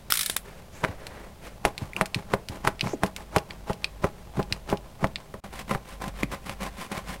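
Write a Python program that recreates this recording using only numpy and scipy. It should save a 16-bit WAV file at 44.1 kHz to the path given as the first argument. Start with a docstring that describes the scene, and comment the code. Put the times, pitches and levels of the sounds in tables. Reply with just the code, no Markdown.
"""A small quiet room, where a utility knife works on a knit shoe close by.
The blade ratchets out, then pokes along the seam: stick-slip friction makes the yarn crunch, stitches
snap under tension, the foam sole thuds and the loose blade ticks against its holder. After a brief
dropout the blade saws to and fro through the knit, over a faint hiss and a low hum."""
import sys
import numpy as np
from scipy import signal
from scipy.fft import rfft, irfft
from scipy.io import wavfile
from scipy.ndimage import uniform_filter1d

SR = 44100
rng = np.random.default_rng(int(sys.argv[2]) if len(sys.argv) > 2 else 0)


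def generate_wav(sig):
    """Save sig (samples, or channels by samples) to the path in sys.argv[1] as 16-bit PCM at SR."""
    pcm = np.round(np.clip(np.atleast_2d(sig).T, -1, 1) * 32767).astype(np.int16)
    wavfile.write(sys.argv[1], SR, pcm)


N = 317520
TIME = np.arange(N) / SR
AGE = np.arange(SR // 4) / SR  # time since an impact
HAND_TIME = np.arange(0, N / SR, .002)  # coarse time base of the strokes
DROPOUT_START_S, DROPOUT_END_S = 5.402, 5.44

# spectra of the yarn's low rasp, its high fizz and a light brush over it: frequency_hz, density_db
RASP_SPECTRUM = [(40, -1.5), (150, 5), (310, -1), (550, -1), (1100, -1), (2050, -11), (3400, -17.5),
                 (7000, -23), (16000, -39)]
FIZZ_SPECTRUM = [(600, -2), (2200, 4.5), (4500, -4), (6600, -7.5), (9500, -6.5), (16000, -16)]
BRUSH_SPECTRUM = [(100, -1), (300, -2), (520, 2.5), (1100, -6), (1900, -7.5), (3200, -19.5), (16000, -37)]
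# spectrum of a crisp contact: frequency_hz, density_db
TICK_SPECTRUM = [(500, -8), (1500, 6.5), (10000, -0.5), (16000, -10)]


def amp(db):
    """Decibels to amplitude ratio."""
    return 10 ** (np.asarray(db) / 20)


def unit(x):
    """Normalisation to rms 1."""
    return x / np.sqrt(np.mean(x ** 2) + 1e-20)


def unit_onset(x, size=88):
    """Normalisation to rms 1 over the first samples."""
    return x / np.sqrt(np.mean(x[:size] ** 2) + 1e-20)


def log_interp(points, hz):
    """Interpolation on a logarithmic frequency axis."""
    frequency, value = np.transpose(points)
    return np.interp(np.log(hz + 1), np.log(frequency), value)


def add(mix, start_s, sound):
    """Superposition of a sound on the mix."""
    part = mix[max(round(start_s * SR), 0):][:len(sound)]
    part += sound[:len(part)]


def colour(x, spectrum):
    """Spectral shaping, at rms 1."""
    gain = amp(log_interp(spectrum, np.fft.rfftfreq(len(x), 1 / SR)))
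    return unit(irfft(rfft(x) * gain, len(x)))


def noise(spectrum, size=len(AGE)):
    """Coloured Gaussian noise of rms 1."""
    return colour(rng.standard_normal(size), spectrum)


def decay(t60):
    """Exponential damping: 60 dB in t60 seconds."""
    return np.exp(-np.log(1000) * AGE / t60)


def impulses(per_s, spread_db, size=len(AGE)):
    """A Poisson process of small slips or contacts, a few of them large."""
    height = amp(spread_db * np.minimum(rng.exponential(1, size), 4))
    return height * rng.choice([-1, 1], size) * (rng.random(size) < per_s / SR)


def impact(spectrum, rebound_db, rebound_t60):
    """Impulsive excitation: a hard contact and its rebounds, with the energy of 2 ms at rms 1."""
    hits = amp(rebound_db) * impulses(4000, 1.0) * decay(rebound_t60)
    hits[0] = 1
    sound = colour(np.roll(hits, 32), spectrum) * (1 - decay(.001)) * decay(.5)
    return unit(sound) * np.sqrt(.002 / AGE[-1])


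def stitch_snaps(twang_cycles=2.03, load_s=.00035, ring_hz=2150, crunch_s=0.0059, lead_s=0.05):
    """Sudden release of tension: a thread crunches, cracks and twangs; blade and shoe vibrate."""
    # parting stitches: time_s, level_db, pitch_hz, crack_db, shudder_db, crunch_db
    stitches = [(0.8408, -11.5, 1980, -43, -37, -26), (0.8486, -5.5, 1540, -34, -33.5, -29),
                (1.652, -0.5, 790, -15.5, -21.5, -60), (2.012, -1.5, 1020, -19.5, -23.5, -39),
                (2.3376, -3.5, 1000, -24, -21.5, -31.5), (2.651, -14.5, 880, -32.5, -50.5, -30.5),
                (2.675, -1.5, 1220, -20.5, -25, -24.5), (2.8724, -14, 1020, -55, -36, -35.5),
                (3.035, -5.5, 885, -22, -22, -32), (3.3631, -2, 913, -18, -18.5, -32),
                (3.698, -18, 800, -43, -23.5, -42), (4.043, -6.5, 960, -35.5, -20.5, -30),
                (4.392, -39, 500, -50, -22.5, -47), (4.7266, -15, 620, -55, -21, -60),
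                (5.0436, -3.5, 840, -31.5, -22.5, -30.5), (5.3409, -25.5, 1020, -43, -36, -70),
                (5.712, -11, 1050, -29.5, -27, -28.5), (5.7495, -11.5, 1110, -35, -25.5, -45),
                (6.2323, -8, 400, -29.5, -40, -33), (6.4955, -20.5, 2160, -29, -55, -35)]
    # spectra of the crack and of the shoe's shudder: frequency_hz, density_db
    crack_spectrum = [(1000, 4), (2500, 6), (4500, -1), (6500, -7), (11000, -2.5), (16000, -26)]
    shudder_spectrum = [(40, -3), (150, 1), (290, -11.5), (420, -4), (900, -10.5), (1800, -23), (5000, -47),
                        (15000, -43)]
    direct, body = np.zeros(N), np.zeros(N)
    t = AGE - lead_s  # zero at the moment of parting
    for s, db, hz, crack_db, shudder_db, crunch_db in stitches:
        loading = np.exp(np.minimum(t, 0) / load_s)
        release = np.exp(-np.log(1000) * np.maximum(t, 0) * hz / twang_cycles)
        add(direct, s - lead_s, amp(db) * loading * release * np.sin(2 * np.pi * hz * t))
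        blade_ring = np.sin(2 * np.pi * ring_hz * rng.uniform(.85, 1.15) * AGE) * decay(0.0064)
        add(direct, s, amp(db - 13) * blade_ring)
        add(direct, s - 2 * load_s, amp(crack_db) * impact(crack_spectrum, -10, 0.042))
        crunch = colour(impulses(1700, 0.92), RASP_SPECTRUM) * np.exp(-abs(t) / crunch_s)
        add(body, s - lead_s, 2 * amp(crunch_db) * crunch)
        # neighbouring loops give way in quick succession
        cascade = colour(impulses(1200, 0.75), shudder_spectrum) * decay(0.069) * (1 - decay(0.0033))
        add(body, s, amp(shudder_db) * unit_onset(cascade, size=800))
    return direct + amp(-3) * shoe_resonance(body)


def slider_ratchet(slide_db=-35, fade_db=-8):
    """Impact and sliding friction: the slider clacks over notches as the blade hisses along its track."""
    # jumps of one notch: start_s, level_db, t60_s
    notches = [(0.103, -23.5, 0.068), (0.122, -11, 0.0043), (0.138, -20.5, 0.035), (0.1537, -24, 0.033),
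               (0.1719, -20.5, 0.034), (0.1913, -21.5, 0.042), (0.209, -23, 0.059), (0.2307, -25.5, 0.031),
               (0.2598, -22.5, 0.032), (0.2979, -19.5, 0.018), (0.3096, -37, 0.013), (0.3654, -17, 0.0087)]
    # bumps against the plastic handle: start_s, level_db
    bumps = [(0.101, -28), (0.1222, -27), (0.2973, -24), (0.3632, -25)]
    # spectra of the slider, the steel track and the handle: frequency_hz, density_db
    slider_spectrum = [(100, -42), (750, -17), (1350, 0.5), (2200, 3.5), (2750, -3.5), (3650, 7),
                       (4500, -0.5), (5400, 1.5), (6500, -5), (9800, 3), (16000, -3.5)]
    track_spectrum = [(200, -45), (900, -18), (1900, -4), (3800, -4.5), (6500, -9), (8000, -2.5),
                      (10300, -0.5), (16000, -28)]
    handle_spectrum = [(40, -25), (200, -4), (800, -2), (1400, 3), (2200, -11.5)]
    out = np.zeros(N)
    for s, db, t60 in notches:
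        teeth = impulses(7500, 0.31) * decay(t60) * (1 - decay(0.0013))
        clack = unit_onset(colour(np.roll(teeth, 20), slider_spectrum) * decay(1))
        rattle = colour(impulses(3000, 2.0), track_spectrum) * decay(.07) * (1 - decay(.02))
        add(out, s, amp(db) * clack + amp(db / 2 - 19) * rattle)
    for s, db in bumps:
        add(out, s, amp(db) * impact(handle_spectrum, -4.0, 0.012))
    start_s, stop_s = notches[0][0], notches[-1][0]
    size = int((stop_s - start_s) * SR)
    slowing = amp(np.linspace(0, fade_db, size)) * signal.windows.tukey(size, .2)
    add(out, start_s, amp(slide_db) * noise(track_spectrum, size) * slowing)
    return out


def blade_ticks(buzz_db=-21, buzz_t60=0.089):
    """Impact with rebound: the loose blade hits its holder, exciting broad resonances and a faint buzz."""
    # knocks in the holder: start_s, level_db, mode_hz, edge_db
    knocks = [(1.0678, -36, 2350, -38), (1.7787, -30, 2400, -36.5), (2.0573, -35.5, 2740, -32),
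              (2.1451, -21, 2450, -31), (2.486, -34, 2560, -34.5), (2.794, -34, 2370, -64),
              (2.8092, -19, 2560, -35), (3.063, -41, 2670, -37), (3.163, -33.5, 2120, -33),
              (3.383, -30, 2830, -34), (3.507, -32, 2250, -63), (3.7313, -40, 2640, -42),
              (3.8434, -18, 2430, -37), (4.428, -39.5, 2660, -45), (4.5245, -19, 2530, -32),
              (4.6999, -36.5, 2688, -36.5), (4.772, -40, 2830, -50), (5.07, -45, 3070, -47),
              (5.1579, -25, 2300, -53)]
    # broad resonances of the blade: ratio_to_mode, density_db
    blade_resonances = [(.2, -19.5), (.6, -15), (1, 6.5), (1.35, -4.5), (1.66, 0.5), (2.15, -4), (2.7, -31),
                        (3.3, -17), (6.5, -56)]
    out = np.zeros(N)
    for s, db, hz, edge_db in knocks:
        spectrum = [(ratio * hz, level) for ratio, level in blade_resonances]
        click = amp(db) * impact(spectrum, -8, 0.023)
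        edge = amp(edge_db) * impact(TICK_SPECTRUM, -9, 0.053)
        buzz = amp(db + buzz_db) * noise(spectrum) * decay(buzz_t60)
        add(out, s, amp(2) * (click + edge) + buzz)
    return out


def handle_clicks(t60=0.012, mode_ratio=1.163, contact_db=-18):
    """Free vibration: a crisp contact rings the handle's plastic shell in a close pair of modes."""
    # contacts of slider or grip: start_s, level_db, pitch_hz
    contacts = [(0.1218, -9.5, 1276), (1.9332, -26.5, 2030), (1.9642, -15.5, 2400), (6.2319, -14.5, 2116)]
    out = np.zeros(N)
    for s, db, hz in contacts:
        phase = 2 * np.pi * hz * AGE
        ring = (np.sin(phase) - np.sin(mode_ratio * phase)) * decay(t60) * (1 - decay(0.0034))
        contact = impact(TICK_SPECTRUM, -6, .03)
        add(out, s, amp(db) * (ring + amp(contact_db) * contact))
    return out


def sole_thuds(t60=0.072, sag=0.84, mode_ratio=1.77, upper_db=-7):
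    """Damped oscillation: the foam sole springs back, its pitch sagging as the pressure comes off."""
    # flexes of the sole: start_s, level_db, mid_pitch_hz
    flexes = [(0.891, -22.5, 97), (1.82, -19, 114), (2.16, -17.5, 140), (2.498, -24, 107), (2.83, -19, 147),
              (2.858, -20.5, 160), (2.9333, -17, 351), (4.378, -17, 145), (4.518, -23, 113),
              (4.726, -19, 139), (5.028, -16.5, 159), (6.073, -26, 170), (6.231, -17, 196)]
    out = np.zeros(N)
    for s, db, hz in flexes:
        pitch_hz = hz * (1 + sag * (decay(0.061) - .5))
        phase = 2 * np.pi * np.cumsum(pitch_hz) / SR
        wobble = np.sin(phase) + amp(upper_db) * np.sin(mode_ratio * phase)
        add(out, s, amp(db) * wobble * decay(t60) * (1 - decay(0.0082)))
    return out


def stroke_power(start_s, hold_s, db, shape):
    """Exponential swell, hold and fade of one stroke, as rasp power and fizz power."""
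    rise, fall, fizz_db = shape
    before_s = np.maximum(start_s - HAND_TIME, 0)
    after_s = np.maximum(HAND_TIME - start_s - hold_s, 0)
    level = db - rise * before_s - fall * after_s
    return amp([level, level + fizz_db]) ** 2


def poking_power(push_s=0.033, pull_s=0.039):
    """Incoherent sources add in power: the rasp and fizz of each push into the seam and each pull back."""
    # pokes: deepest_s, push_db, wait_s, pull_db
    pokes = [(1.668, -37.5, 0.14, -41.5), (1.988, -36.5, 0.17, -42.5), (2.33, -37.5, .19, -40.5),
             (2.673, -37, 0.17, -36.5), (3.052, -38.5, 0.13, -44.5), (3.358, -36, 0.14, -46),
             (3.7, -36, 0.12, -47), (4.047, -36.5, 0.14, -54), (4.384, -37.5, 0.13, -45),
             (4.709, -34.5, 0.14, -52), (5.034, -40, 0.15, -50)]
    # stroke envelopes: rise_db_per_s, fall_db_per_s, fizz_over_rasp_db
    push_shape = (600, 430, -12)
    pull_shape = (550, 260, -9)
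    return sum(stroke_power(s - push_s / 2, push_s, push_db, push_shape)
               + stroke_power(s + wait_s, pull_s, pull_db, pull_shape)
               for s, push_db, wait_s, pull_db in pokes)


def sawing_power(return_s=0.058):
    """Reciprocating friction, as rasp and fizz power: each cut bites at once, each return creeps in."""
    # saw strokes: start_s, hold_s, cut_db, wait_s, return_db
    saws = [(5.431, 0.0091, -39, 0.12, -42.5), (5.692, 0.052, -37, 0.19, -45.5),
            (6.018, 0.059, -38.5, 0.16, -44.5), (6.321, 0.014, -33.5, 0.15, -42.5),
            (6.61, 0.058, -35, 0.18, -39.5), (6.917, 0.063, -35, 0.17, -40)]
    # stroke envelopes: rise_db_per_s, fall_db_per_s, fizz_over_rasp_db
    cut_shape = (870, 374, -7.5)
    return_shape = (345, 500, -2.5)
    return sum(stroke_power(s, hold_s, cut_db, cut_shape)
               + stroke_power(s + wait_s, return_s, return_db, return_shape)
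               for s, hold_s, cut_db, wait_s, return_db in saws)


def power_to_gain(power):
    """Amplitude is the square root of power, here interpolated to every sample."""
    return np.interp(TIME, HAND_TIME, np.sqrt(power))


def uneven_grip(loops_hz, depth_db):
    """Random amplitude modulation: the grip of the edge varies from loop to loop."""
    knots = np.arange(0, TIME[-1], .5 / loops_hz)
    return unit(amp(depth_db * np.interp(TIME, knots, rng.standard_normal(len(knots)))))


def yarn_drag(resting_rasp_db=-57.5, resting_fizz_db=-64):
    """Stick-slip friction: the edge catches loop after loop, with a rasp, a fizz and single-fibre pops."""
    resting = amp([[resting_rasp_db], [resting_fizz_db]]) ** 2  # the edge never quite leaves the knit
    rasp_power, fizz_power = resting + poking_power() + sawing_power()
    grip = uneven_grip(loops_hz=130, depth_db=3.0)
    pops = amp(-15) * unit(impulses(45, 2.5, N))
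    coarse_slips = unit(grip * impulses(2200, 2.8, N))
    fine_slips = unit(grip * impulses(12000, 1.0, N))
    rasp = amp(-2) * colour(coarse_slips + pops, RASP_SPECTRUM) * power_to_gain(rasp_power)
    fizz = colour(fine_slips + pops / 2, FIZZ_SPECTRUM) * power_to_gain(fizz_power)
    return shoe_resonance(rasp) + fizz


def fibre_tearing(bite_hz=1990, bite_q=4.3, bite_db=-11, catch_t60=0.056):
    """Fracture under the sawing edge: single fibres tear in a gritty band, tough loops in a crackle."""
    # tough loops catching on the edge: start_s, level_db
    catches = [(5.536, -41), (5.591, -32.5), (6.018, -32.5), (6.079, -34.5), (6.316, -36), (6.63, -31.5),
               (6.918, -33), (6.968, -42)]
    grit = signal.lfilter(*signal.iirpeak(bite_hz, bite_q, SR), impulses(500, 3.0, N))
    out = amp(bite_db) * power_to_gain(sawing_power()[0]) * unit(grit)
    for s, db in catches:
        crackle = impact(BRUSH_SPECTRUM, 0, catch_t60) + impact(FIZZ_SPECTRUM, 0, catch_t60)
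        add(out, s, amp(db) * crackle)
    return out


def knit_rubs(rise_db_per_s=420, fall_db_per_s=230):
    """Light sliding friction: the blade brushes the ribs of the knit with a soft grain and some fizz."""
    # light strokes: start_s, hold_s, brush_db, fizz_db
    rubs = [(0.454, 0.14, -50, -57.5), (0.749, 0.093, -49, -53), (0.886, 0.0043, -35.5, -65),
            (1.002, 0.25, -45, -58.5), (1.451, 0.0044, -41.5, -46.5), (2.827, 0.092, -46.5, -51.5)]
    shape = (rise_db_per_s, fall_db_per_s, 0)
    brush_power = sum(stroke_power(s, hold_s, db, shape)[0] for s, hold_s, db, _ in rubs)
    fizz_power = sum(stroke_power(s, hold_s, db, shape)[1] for s, hold_s, _, db in rubs)
    brush = power_to_gain(brush_power) * colour(impulses(6000, 1.0, N), BRUSH_SPECTRUM)
    fizz = power_to_gain(fizz_power) * colour(impulses(5000, 2.0, N), FIZZ_SPECTRUM)
    return uneven_grip(loops_hz=35, depth_db=2.5) * (brush + fizz)


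def blade_glides(rise=.25):
    """Periodic excitation: steel crosses evenly spaced filaments, and the swish rises with its speed."""
    # glides of the flat of the blade: start_s, length_s, level_db, centre_hz
    glides = [(0.715, 0.12, -57.5, 7030), (2.842, 0.12, -49.5, 6150)]
    out = np.zeros(N)
    for s, length_s, db, hz in glides:
        size = int(length_s * SR)
        pitch_hz = hz * (1 + rise * np.linspace(-.5, .5, size))
        phase = 2 * np.pi * np.cumsum(pitch_hz) / SR
        swish = unit(noise([(500, 5), (1500, -5), (5000, -42)], size) * np.sin(phase))
        add(out, s, amp(db) * swish * signal.windows.tukey(size, .5))
    return out


def shoe_resonance(x, width_hz=36):
    """Modal filtering: shoe and knife add narrow peaks, which shift when the shoe is held for sawing."""
    # modes while poking and while sawing: frequency_hz, gain_db
    poking_modes = [(190, -1.5), (335, 1.5), (400, -1), (535, -2.5), (640, 1), (825, 4.5), (1010, 0.5)]
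    sawing_modes = [(205, 2.5), (550, 1.5), (790, 0.5), (1030, 5), (2400, -1)]
    regripped = TIME > DROPOUT_START_S
    out = x.copy()
    for drive, modes in (x * ~regripped, poking_modes), (x * regripped, sawing_modes):
        for hz, db in modes:
            out += amp(db) * signal.lfilter(*signal.iirpeak(hz, hz / width_hz, SR), drive + 1e-12)
    return out


def room_reverb(x, wet_db=-19):
    """Reverberation: reflections from the walls add a faint, short, diffuse tail."""
    # reverberation times: frequency_hz, t60_s
    decay_times = [(200, 0.36), (6000, 0.11), (16000, 0.23)]
    hz, t, bands = signal.stft(rng.standard_normal(SR // 2), SR, nperseg=256)
    damping = np.exp(-np.log(1000) * t / log_interp(decay_times, hz)[:, None])
    tail = signal.istft(bands * damping, SR, nperseg=256)[1]
    tail[:SR // 200] = 0  # the first reflection takes 5 ms
    return x + amp(wet_db) * signal.fftconvolve(x, tail / np.linalg.norm(tail))[:N]


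def room_tone(hiss_db=-47.5, hum_hz=49.3):
    """Ambient noise: a steady hiss and a swelling low hum that wavers by amplitude modulation."""
    # spectrum of the hiss: frequency_hz, density_db
    hiss_spectrum = [(15, 0.5), (45, -9), (65, -4.5), (200, -9), (290, -21.5), (600, -16.5), (1200, -33.5),
                     (3000, -32.5), (16000, -41)]
    # swell of the hum: time_s, level_db
    hum_levels = [(0, -53.5), (7, -45)]
    waver = noise([(4, -11), (14, -37), (40, -120)], N)
    hum = unit((1 + 0.72 * waver) * np.sin(2 * np.pi * hum_hz * TIME))
    swell = amp(np.interp(TIME, *np.transpose(hum_levels)))
    return amp(hiss_db) * noise(hiss_spectrum, N) + swell * hum


def scene():
    """Superposition of knife, shoe and room in one channel."""
    impacts = slider_ratchet() + stitch_snaps() + blade_ticks() + handle_clicks() + sole_thuds()
    friction = yarn_drag() + knit_rubs() + fibre_tearing() + blade_glides()
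    return (room_reverb(impacts + friction) + room_tone())[None]


def record(dry, cutoff_hz=15950):
    """Gating, clipping and band limiting: the sound drops out briefly and loses its peaks and its top."""
    dropout = (TIME > DROPOUT_START_S) & (TIME < DROPOUT_END_S)
    gain = 1 - .97 * uniform_filter1d(1. * dropout, size=200)
    clipped = np.clip(dry * gain, -1, 1)
    lowpass = signal.firwin(401, cutoff_hz, window=("kaiser", 8), fs=SR)
    return signal.oaconvolve(clipped, lowpass[None], "same")


dry = scene()
out = record(dry)
generate_wav(out)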